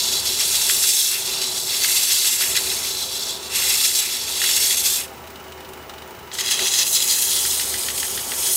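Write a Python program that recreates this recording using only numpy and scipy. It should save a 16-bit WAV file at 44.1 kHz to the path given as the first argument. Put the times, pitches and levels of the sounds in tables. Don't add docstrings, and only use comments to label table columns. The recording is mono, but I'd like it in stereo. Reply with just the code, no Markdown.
import sys
import numpy as np
from scipy import signal
from scipy.fft import rfft, irfft, next_fast_len
from scipy.io import wavfile
from scipy.ndimage import uniform_filter1d

SR = 44100
rng = np.random.default_rng(int(sys.argv[2]) if len(sys.argv) > 2 else 0)


def generate_wav(signal):
    frames = np.transpose(np.atleast_2d(signal))
    scaled = np.clip(frames, -1, 1) * 32767
    pcm = np.round(scaled).astype(np.int16)
    wavfile.write(sys.argv[1], SR, pcm)


def ratio_of_db(decibels):
    return 10 ** (np.asarray(decibels, float) / 20)


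N = 377562
TIME = np.arange(N) / SR
HZ = np.fft.rfftfreq(next_fast_len(N), 1 / SR)

# pitch_hz, level_db
GRIT_COLOUR = [
    [(530, -41), (900, -22), (1200, -16), (2100, -10.5), (2320, -2.5), (2670, -6.5), (3050, -8), (3320, -6), (3970, -2), (4920, -4.5), (7570, -2), (13400, -5), (15700, -15)],
    [(530, -45), (900, -14), (1380, -13), (2030, -14), (2320, -11), (2670, -3.5), (4010, -8), (4370, -6), (10700, 0.5), (15700, -7)],
    [(530, -42), (900, -18), (1010, -17), (1740, -11), (2010, -10), (2320, -4), (3320, -4), (5610, -4), (9160, 1), (15700, -5.5)],
]
# pitch_hz, width_hz, level_db
BOWL_RINGS = [
    [(2067, 280, -7.5), (2720, 280, -4), (3350, 160, -0.5), (3570, 180, -2), (4020, 180, 1), (4590, 380, -2), (5446, 290, -1.5), (6170, 160, -6.5), (7020, 170, -4.5), (7620, 150, -3), (7820, 130, 1), (8480, 300, -5.5), (8900, 200, -12), (11400, 170, -4.5)],
    [(2016, 410, -4.5), (2650, 310, -5.5), (3310, 230, 0.5), (4040, 430, 0), (4930, 140, -1.5), (5800, 150, -3), (6330, 440, -1), (6890, 280, 2), (7630, 390, -2), (11060, 400, -6)],
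    [(2010, 120, -4.5), (3380, 140, -2.5), (5080, 150, -4), (6510, 180, -1), (6930, 200, 0.5), (8000, 220, -10), (8730, 480, 0), (9450, 200, 1), (11300, 300, -1), (12300, 150, 0)],
]
# pitch_hz, width_hz, depth_0_to_1
NOTCHES = [
    [(2320, 72, 0.8), (3113, 86, 0.6), (3740, 70, 0.4), (4265, 80, 0.56), (4920, 90, .62), (5530, 70, .3), (5930, 90, 0.57), (6500, 70, 0.1), (7040, 80, .3), (7980, 200, 0.56), (9700, 110, 0.15), (10450, 150, 0.25)],
    [(2300, 80, .6), (3100, 90, 0.6), (3640, 90, .5), (5700, 60, .4), (6650, 70, 0.3), (7100, 120, 0.2), (9700, 90, 0.5), (12150, 150, 0.3)],
    [(2720, 90, 0.4), (3520, 82, 0.3), (4320, 74, 0.1), (6340, 80, 0.4), (7150, 200, .4), (10600, 200, 0.1)],
]
# pitch_hz, likeness_0_to_1
RUB_SAME = [(500, 0.86), (1400, 0.9), (3000, 0.98), (6000, 0.55), (9000, 0.34), (15000, 0.24)]
# pitch_hz, lean_db
RUB_LEAN = [(60, -3.0), (130, -3.5), (290, -3.5), (640, -6), (1410, -1.5), (3100, -3), (6000, -1),
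            (8800, -6.5), (15000, -10)]
# pitch_hz, lead_radians
RUB_LEAD = [(3000, 0.1), (5000, 0.32), (7500, 0.5), (9500, 0.7), (11500, 1.6), (15500, 2.2)]
# delay_s, left_gain, right_gain
BENCH_ECHOES = [(0.00146, 0.15, -0.18), (0.000881, -0.49, 0.24), (.0023, -0.22, 0.32),
                (0.00016, 0.12, -0.026)]
# start_s, peak_db
CATCHES = [(0.1236, -12), (0.2728, -23), (.4, -17), (0.5526, -16), (0.8904, -3), (1.115, -9), (1.4147, 0),
           (1.5708, -8), (1.765, -8), (1.836, 2), (2.032, -8), (2.119, -14), (2.185, -10), (2.325, -12),
           (2.406, -13), (2.565, -4), (2.8556, -26), (3.562, -32), (3.74, -11), (3.7993, -19), (3.848, -19),
           (3.9529, -11), (4.293, -21), (4.437, -8), (4.49, -3), (4.564, -6), (4.628, -14), (4.656, -16),
           (4.771, -18), (4.8564, -8), (6.3849, -4), (6.4075, -4), (6.51, 2), (6.5904, -1), (6.6608, -27),
           (6.7371, -8), (6.788, 3), (6.865, 1), (6.928, -8), (6.949, -10), (7.002, -10), (7.024, -11),
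           (7.0765, -6), (7.185, -7), (7.221, 1), (7.362, -6), (7.462, -10), (7.9783, -2), (8.0, 3),
           (8.03, -14), (8.47, -18)]
# middle_s, depth_db
SKIPS = [(0.221, 4), (.36, 2.5), (.8, 2), (2.055, 3.5), (2.2, 2), (2.38, 3), (3.09, 3), (3.925, 4.5),
         (4.27, 2.5), (4.585, 3.5), (4.757, 3), (4.82, 3.5), (6.375, 8), (6.43, 7.5), (6.575, 4),
         (6.705, 3), (6.845, 4), (6.975, 1), (6.993, 5), (7.06, 3.5), (7.67, 0), (7.93, 3), (8.13, 0),
         (8.25, 2.5)]
# time_s, place_turns
CONTACT = [(0, 0.93), (1.0, 0.76), (1.4, 1), (1.9, 0.59), (3.1, 0.97), (3.6, 0.65), (5, 0.71), (6.4, 0.18),
           (7.2, 0.28), (7.4, 1), (8.56, .62)]
# time_s, press_db, bright_db, grip_db
HOLLOW_STROKES = [
    [(0.0, -23.5, -2, -13.5), (0.096, -23.5, -4, -17), (0.33, -25, 0.5, -11), (0.812, -24.5, 6.5, -8.5),
     (1.072, -23, 2.5, -13.5), (1.154, -30, 5.5, -1.5), (1.21, -30, 3, -8), (1.414, -26, -5, -11.5),
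     (1.66, -29.5, 2, -17)],
    [(1.7, -27, -0.5, -8), (1.904, -25.5, 6.5, -6), (2.174, -22.5, 3, -9.5), (2.468, -28.5, 7, -3.5),
     (2.538, -27, 2.5, -6.5), (3.336, -29, -4.5, -17), (3.4, -37, -5, -13), (3.46, -35, -2, -13)],
    [(3.49, -37, -2, -7), (3.564, -26.5, 5, -2), (3.974, -23, 3.5, -11), (4.036, -30, 6, -1),
     (4.25, -28, -3.5, -12.5), (4.516, -25, 5.5, -4), (4.68, -23.5, 4.5, -9), (4.962, -26.5, 6.5, -8.5),
     (5.06, -48.5, 12.5, 8)],
]
# time_s, press_db, bright_db, grip_db
LIFTED = [
    (5.07, -52, 5, -10),
    (5.16, -61, 3, -8),
    (6.305, -80, 0, -12),
]
# time_s, press_db, bright_db, grip_db
OUTER_STROKES = [
    [(6.32, -41, -26, -4), (6.338, -38.5, 2.5, -18), (6.402, -26, -4, -5.5), (6.826, -20, -3, -11.5),
     (6.914, -32, 12.5, -10), (6.962, -22, 3, -17), (7.0, -21.5, -1.5, -12)],
    [(7.05, -27, 5.6, -11), (7.108, -24.5, 2, -14), (7.214, -32, 9.8, -7), (7.318, -27.5, 3.9, -12.5),
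     (8.31, -34.5, 8.3, -7.5), (8.5, -26, 7.9, -10.5), (8.56, -31, 15, -13)],
]
# time_s, rumble_db, hum_db
MOTOR_LEVELS = [(0.0, -41.5, -59), (0.07, -38, -48), (0.76, -39.5, -50), (1.02, -47, -70), (1.31, -38, -63),
                (2.07, -42, -53), (2.34, -43.5, -73), (2.48, -38.5, -51.5), (2.84, -39, -48),
                (3.15, -40, -59), (3.6, -39, -49.5), (4.03, -43.5, -56), (4.27, -40, -50),
                (6.39, -40.5, -52.5), (7.2, -40.5, -64), (7.46, -39, -44.5), (8.49, -38, -54),
                (8.56, -43, -51)]
# pitch_hz, level_db
RUMBLE_COLOUR = [(15, -49), (25, -20), (76, -5.5), (285, -9), (384, -4), (591, -9), (936, -4.5), (1040, -8),
                 (2760, -12.5), (2990, -14), (3340, -17.5), (6380, -20.5), (12500, -31.5), (14800, -39),
                 (16000, -40)]
# pitch_hz, width_hz, level_db
BED_RINGS = [(223.4, 8.5, -10.5), (245.6, 8.1, -7), (375.5, 23.4, 0.5), (406.4, 14, -3), (518, 19, -5.5),
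             (656, 32, -8), (804, 17, -4.5), (872, 16, -3.5), (972, 10, -4), (1139, 17, -6), (1327, 53, -8),
             (1445, 15, -10), (2946, 50, -9)]
# pitch_hz, likeness_0_to_1
MACHINE_SAME = [(60, 0.96), (130, 0.88), (290, 0.89), (640, 0.87), (1400, 0.3), (3100, 0.14), (7000, 0.079),
                (15000, 0.081)]
# pitch_hz, lean_db
MACHINE_LEAN = [(60, -3), (180, -4.5), (550, -3.5), (1650, -3), (4970, 1), (15000, -15)]
# time_s, shift_hz
HUM_SAG = [
    (7.25, 0),
    (7.42, -3.5),
    (7.69, -4),
    (7.76, -1.4),
    (8.56, -1.5),
]
# start_s, peak_db, pitch_hz
FINGER_KNOCKS = [(0.408, -13, 2800), (0.544, -14, 3350), (0.696, -8.5, 2300), (0.612, -21, 2700),
                 (0.839, -13, 2606), (0.985, -19, 2700), (1.1166, -25, 2800), (1.845, -7.5, 2080),
                 (1.885, -19, 2600), (1.9054, -17, 2690), (2.106, -17, 2710), (2.245, -17, 2540),
                 (2.41, -11, 2500), (2.422, -15, 2300), (2.4364, -10.5, 2760), (2.553, -10.5, 2450),
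                 (2.5712, -8.5, 3960), (2.7162, -17, 2650), (3.272, -22, 2800), (3.631, -17, 2810),
                 (3.72, -15, 2700), (3.851, -23, 2050), (3.915, -18, 2800), (4.4165, -12, 2010),
                 (4.4394, -11, 2180), (4.4897, -12, 2400), (4.563, -29, 2610), (4.709, -16, 2200),
                 (4.743, -15, 2600), (4.8569, -22, 2720), (6.3153, -23, 3730), (6.3295, -22, 3260),
                 (6.3518, -19, 3230), (6.3866, -13, 3200), (6.4097, -13, 3300), (6.444, -21, 2640),
                 (6.488, -14, 2930), (6.592, -11.5, 2760)]
# start_s, ring_db, edge_db
TICKS = [(5.079, -36, -46), (5.1354, -41, -49), (5.1771, -41, -48), (5.239, -38, -48), (5.2719, -36, -40),
         (5.3023, -37, -40), (5.3562, -33.5, -45), (5.3981, -37, -47), (5.439, -36, -50),
         (5.4804, -39, -48), (5.5196, -33, -45), (5.5742, -39, -49), (5.6042, -35, -42),
         (5.6473, -34.5, -48), (5.6884, -36, -39), (5.733, -34, -37), (5.7728, -39, -47),
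         (5.8244, -42, -51), (5.8942, -28.5, -45), (5.9362, -34, -49), (5.9806, -35, -46),
         (6.0197, -33, -46), (6.0754, -43, -43), (6.1065, -41, -43), (6.1479, -40, -50), (6.1893, -37, -43),
         (6.2274, -39, -49), (6.2726, -41, -48)]
# pitch_hz, width_hz, level_db
GUARD_RINGS = [(2940, 60, -17), (3110, 110, -11), (3900, 380, -3.5), (1510, 330, -12), (5030, 5500, 15)]
# start_s, peak_db
RIM_KNOCKS = [(7.451, -15.5), (7.5954, -13), (7.7395, -12.5), (7.8844, -9.5), (8.029, -13.5), (8.1746, -14),
              (8.318, -13), (8.4632, -18)]
# pitch_hz, width_hz, level_db
RIM_RINGS = [(2010, 61, -11.5), (2050, 550, -5), (3200, 770, 4), (4200, 900, 4.5)]

TURNS_PER_S = 6.925


def evened(x):
    return x / np.sqrt(np.mean(x ** 2) + 1e-20)


def read(points, hz):
    f, value = np.transpose(points)
    return np.interp(np.log(hz + 1), np.log(f + 1), value)


def over_time(points):
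    return np.interp(TIME, *np.transpose(points))


def waveform(spectrum):
    return irfft(spectrum, next_fast_len(N))[..., :N]


def filtered(x, gain):
    return waveform(rfft(x, next_fast_len(N)) * gain)


def colour(smooth, rings, smooth_db, rings_db):
    peaks = sum(ratio_of_db(db) ** 2 / (1 + (2 * (HZ - f) / w) ** 2) ** 2 for f, w, db in rings)
    floor = ratio_of_db(read(smooth, HZ) + smooth_db) ** 2
    return np.sqrt(floor + ratio_of_db(rings_db) ** 2 * peaks)


def wander(slow_hz, fast_hz):
    gain = (HZ > slow_hz) / (1 + (HZ / fast_hz) ** 2)
    return evened(filtered(rng.standard_normal(N), gain))


def pair(x, same, lean):
    a, b = rfft(x, next_fast_len(N))
    alike = np.clip(read(same, HZ), 0, 1)
    ports = np.array([a, alike * a + np.sqrt(1 - alike ** 2) * b])
    return ports * ratio_of_db(np.outer([.5, -.5], read(lean, HZ)))


def patchy(x, patch_db, size, bins, frames):
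    z = signal.stft(x, nperseg=size)[2]
    field = uniform_filter1d(rng.standard_normal(z.shape[1:]), bins, 0)
    field = uniform_filter1d(field, frames, 1)
    return signal.istft(z * ratio_of_db(patch_db * evened(field)), nperseg=size)[1][:, :N]


def burst(rings, body_db, edge_db, rise, fall):
    t = np.arange(1500) / SR
    fade = np.exp(-t / fall) + 0.16 * np.exp(-t / 0.026)
    puff = rng.standard_normal((2, len(t))) * (1 - np.exp(-t / rise)) * fade
    puff[1] = 0.63 * puff[0] + .5 * puff[1]
    modes = sum(ratio_of_db(db) * np.exp(-np.pi * w * t) * np.sin(2 * np.pi * f * t) for f, w, db in rings)
    body = signal.fftconvolve(puff, modes[None], axes=1)[:, :len(t)]
    edge = signal.lfilter(*signal.butter(2, (2600 * 2 / SR, 13500 * 2 / SR), "band"), puff)
    return ratio_of_db(body_db) * body / abs(body).max() + ratio_of_db(edge_db) * edge / abs(edge).max()


def add(mix, s, sound):
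    part = mix[:, round(s * SR):][:, :sound.shape[1]]
    part += sound[:, :part.shape[1]]


def rough_spot():
    angle = 2 * np.pi * (TURNS_PER_S * TIME - over_time(CONTACT))
    return np.exp(4 * (np.cos(angle) - 1)) + 0.12 * np.exp(5.7 * (-np.cos(angle) - 1))


def paper_jerks():
    start_s, peak_db = np.transpose(CATCHES)
    jerks_db = np.zeros(N)
    jerks_db[(start_s * SR).astype(int)] = np.clip(0.24 * (peak_db + 26), 0, 8)
    jerks_db = signal.lfilter([1], [1, -np.exp(-1 / (0.01 * SR))], jerks_db)
    return jerks_db - sum(db * np.exp(-((TIME - s) / 0.021) ** 2) for s, db in SKIPS)


def grit_scratches():
    grit = ratio_of_db(2.7 * np.minimum(rng.exponential(1, N), 4))
    chatter = ratio_of_db(0.72 * wander(5.1, 36) + 0.41 * wander(23, 170) + paper_jerks())
    scratch = pair(rng.standard_normal((2, N)) * grit * chatter, RUB_SAME, RUB_LEAN)
    echoes = 1
    for delay, *gains in BENCH_ECHOES:
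        echo = np.exp(-2j * np.pi * HZ * delay - (HZ * delay / 14) ** 2)
        echoes = echoes + np.outer(gains, echo)
    scratch *= echoes
    scratch[0] *= np.exp(1j * read(RUB_LEAD, HZ))
    return scratch


def sanding():
    scratch, spot = grit_scratches(), rough_spot()
    strokes = np.vstack([*HOLLOW_STROKES, LIFTED, *OUTER_STROKES]).T
    press_db, bright_db, grip_db = [np.interp(TIME, strokes[0], column) for column in strokes[1:]]
    to_wall = np.clip((TIME - 6.1) / 0.35, 0, 1)
    to_rim = np.clip((TIME - 6.95) / 0.71, 0, 1)
    shares = 1 - to_wall, to_wall - to_rim, to_rim
    throb = spot * (1 + 0.31 * to_wall - 1.35 * to_rim)

    low = 1 / (1 + (HZ / 3150) ** 30)
    high = 1 / (1 + (6000 / (HZ + 1)) ** 8)
    bands = [(low, press_db - 1 + grip_db, 3.5),
             (1 - low - high, press_db - .8, 3.2),
             (high, press_db + bright_db - .4, 1.8)]
    out = 0
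    for smooth, rings, notches, share in zip(GRIT_COLOUR, BOWL_RINGS, NOTCHES, shares):
        tone = colour(smooth, rings, smooth_db=-3.5, rings_db=-1.5)
        for f, w, depth in notches:
            tone = tone * (1 - min(depth, 1) / (1 + (2 * (HZ - f) / w) ** 2))
        for band, level_db, throb_db in bands:
            part = waveform(scratch * (tone * np.sqrt(abs(band))))
            out = out + np.sqrt(share) * ratio_of_db(level_db + throb_db * throb) * evened(part)
    out = patchy(out, 1.3, size=512, bins=3, frames=30)
    return ratio_of_db(-0.17) * patchy(out, 1.34, size=128, bins=3, frames=8)


def machine_noise():
    return pair(rng.standard_normal((2, N)), MACHINE_SAME, MACHINE_LEAN)


def motor_rumble():
    tone = colour(RUMBLE_COLOUR, BED_RINGS, smooth_db=-2.0, rings_db=3.0)
    tone = tone / (1 + (38 / (HZ + 1)) ** 4)
    rumble = patchy(evened(waveform(machine_noise() * tone)), 0.6, size=256, bins=4, frames=10)
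    s, rumble_db, _ = np.transpose(MOTOR_LEVELS)
    beat_db = 0.066 * np.cos(2 * np.pi * (TURNS_PER_S * TIME - .3))
    bump_db = 8 * np.exp(-((TIME - 6.62) / 0.041) ** 2)
    return rumble * ratio_of_db(np.interp(TIME, s, rumble_db) + beat_db + bump_db + 1.74)


def motor_hum():
    s, _, hum_db = np.transpose(MOTOR_LEVELS)
    pitch_hz = 76.2 + over_time(HUM_SAG) + 0.4 * wander(.2, 3.9)
    hum = np.sqrt(2) * np.sin(2 * np.pi * np.cumsum(pitch_hz) / SR)
    return hum * ratio_of_db([[-1.8], [1.8]]) * ratio_of_db(np.interp(TIME, s, hum_db) - 2.5)


def controller_hiss():
    band = 1 / (1 + (2 * (HZ - 15000) / 1000) ** 4)
    return ratio_of_db(-49.5) * evened(waveform(machine_noise() * band))


def without_bass(x):
    return filtered(x, 1 / (1 + (1300 / (HZ + 1)) ** 6))


def finger_knocks():
    out = np.zeros((2, N))
    for s, db, hz in FINGER_KNOCKS:
        rings = [(hz, 400, 0), (2030, 140, -7.5), (1750, 500, -6), (3600, 1800, 9.0)]
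        add(out, s, burst(rings, db + 0.67, db - 30, rise=0.00044, fall=0.002))
    return without_bass(out)


def belt_ticks():
    out = np.zeros((2, N))
    for s, ring_db, edge_db in TICKS:
        add(out, s, burst(GUARD_RINGS, ring_db + 6.0, edge_db + 8, rise=0.0009, fall=0.006))
    return out * ratio_of_db([[-.8], [.8]])


def rim_knocks():
    out = np.zeros((2, N))
    for s, db in RIM_KNOCKS:
        for late_s, bounce_db in (0, 0), (.017, -7):
            peak_db = db + bounce_db + 0.49
            add(out, s + late_s, burst(RIM_RINGS, peak_db, db - 28, rise=0.00074, fall=0.0025))
    return without_bass(out)


def scene():
    machine = motor_rumble() + motor_hum() + controller_hiss()
    return sanding() + machine + finger_knocks() + belt_ticks() + rim_knocks()


def top_cut(x):
    return signal.sosfilt(signal.butter(12, 15960, fs=SR, output="sos"), x)


def record(dry):
    limited = 0.97 * np.tanh(dry / 0.88)
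    mix = filtered(limited, 1 / (1 + (HZ / 15800) ** 900))
    return top_cut(mix)


dry = scene()
out = record(dry)
generate_wav(out)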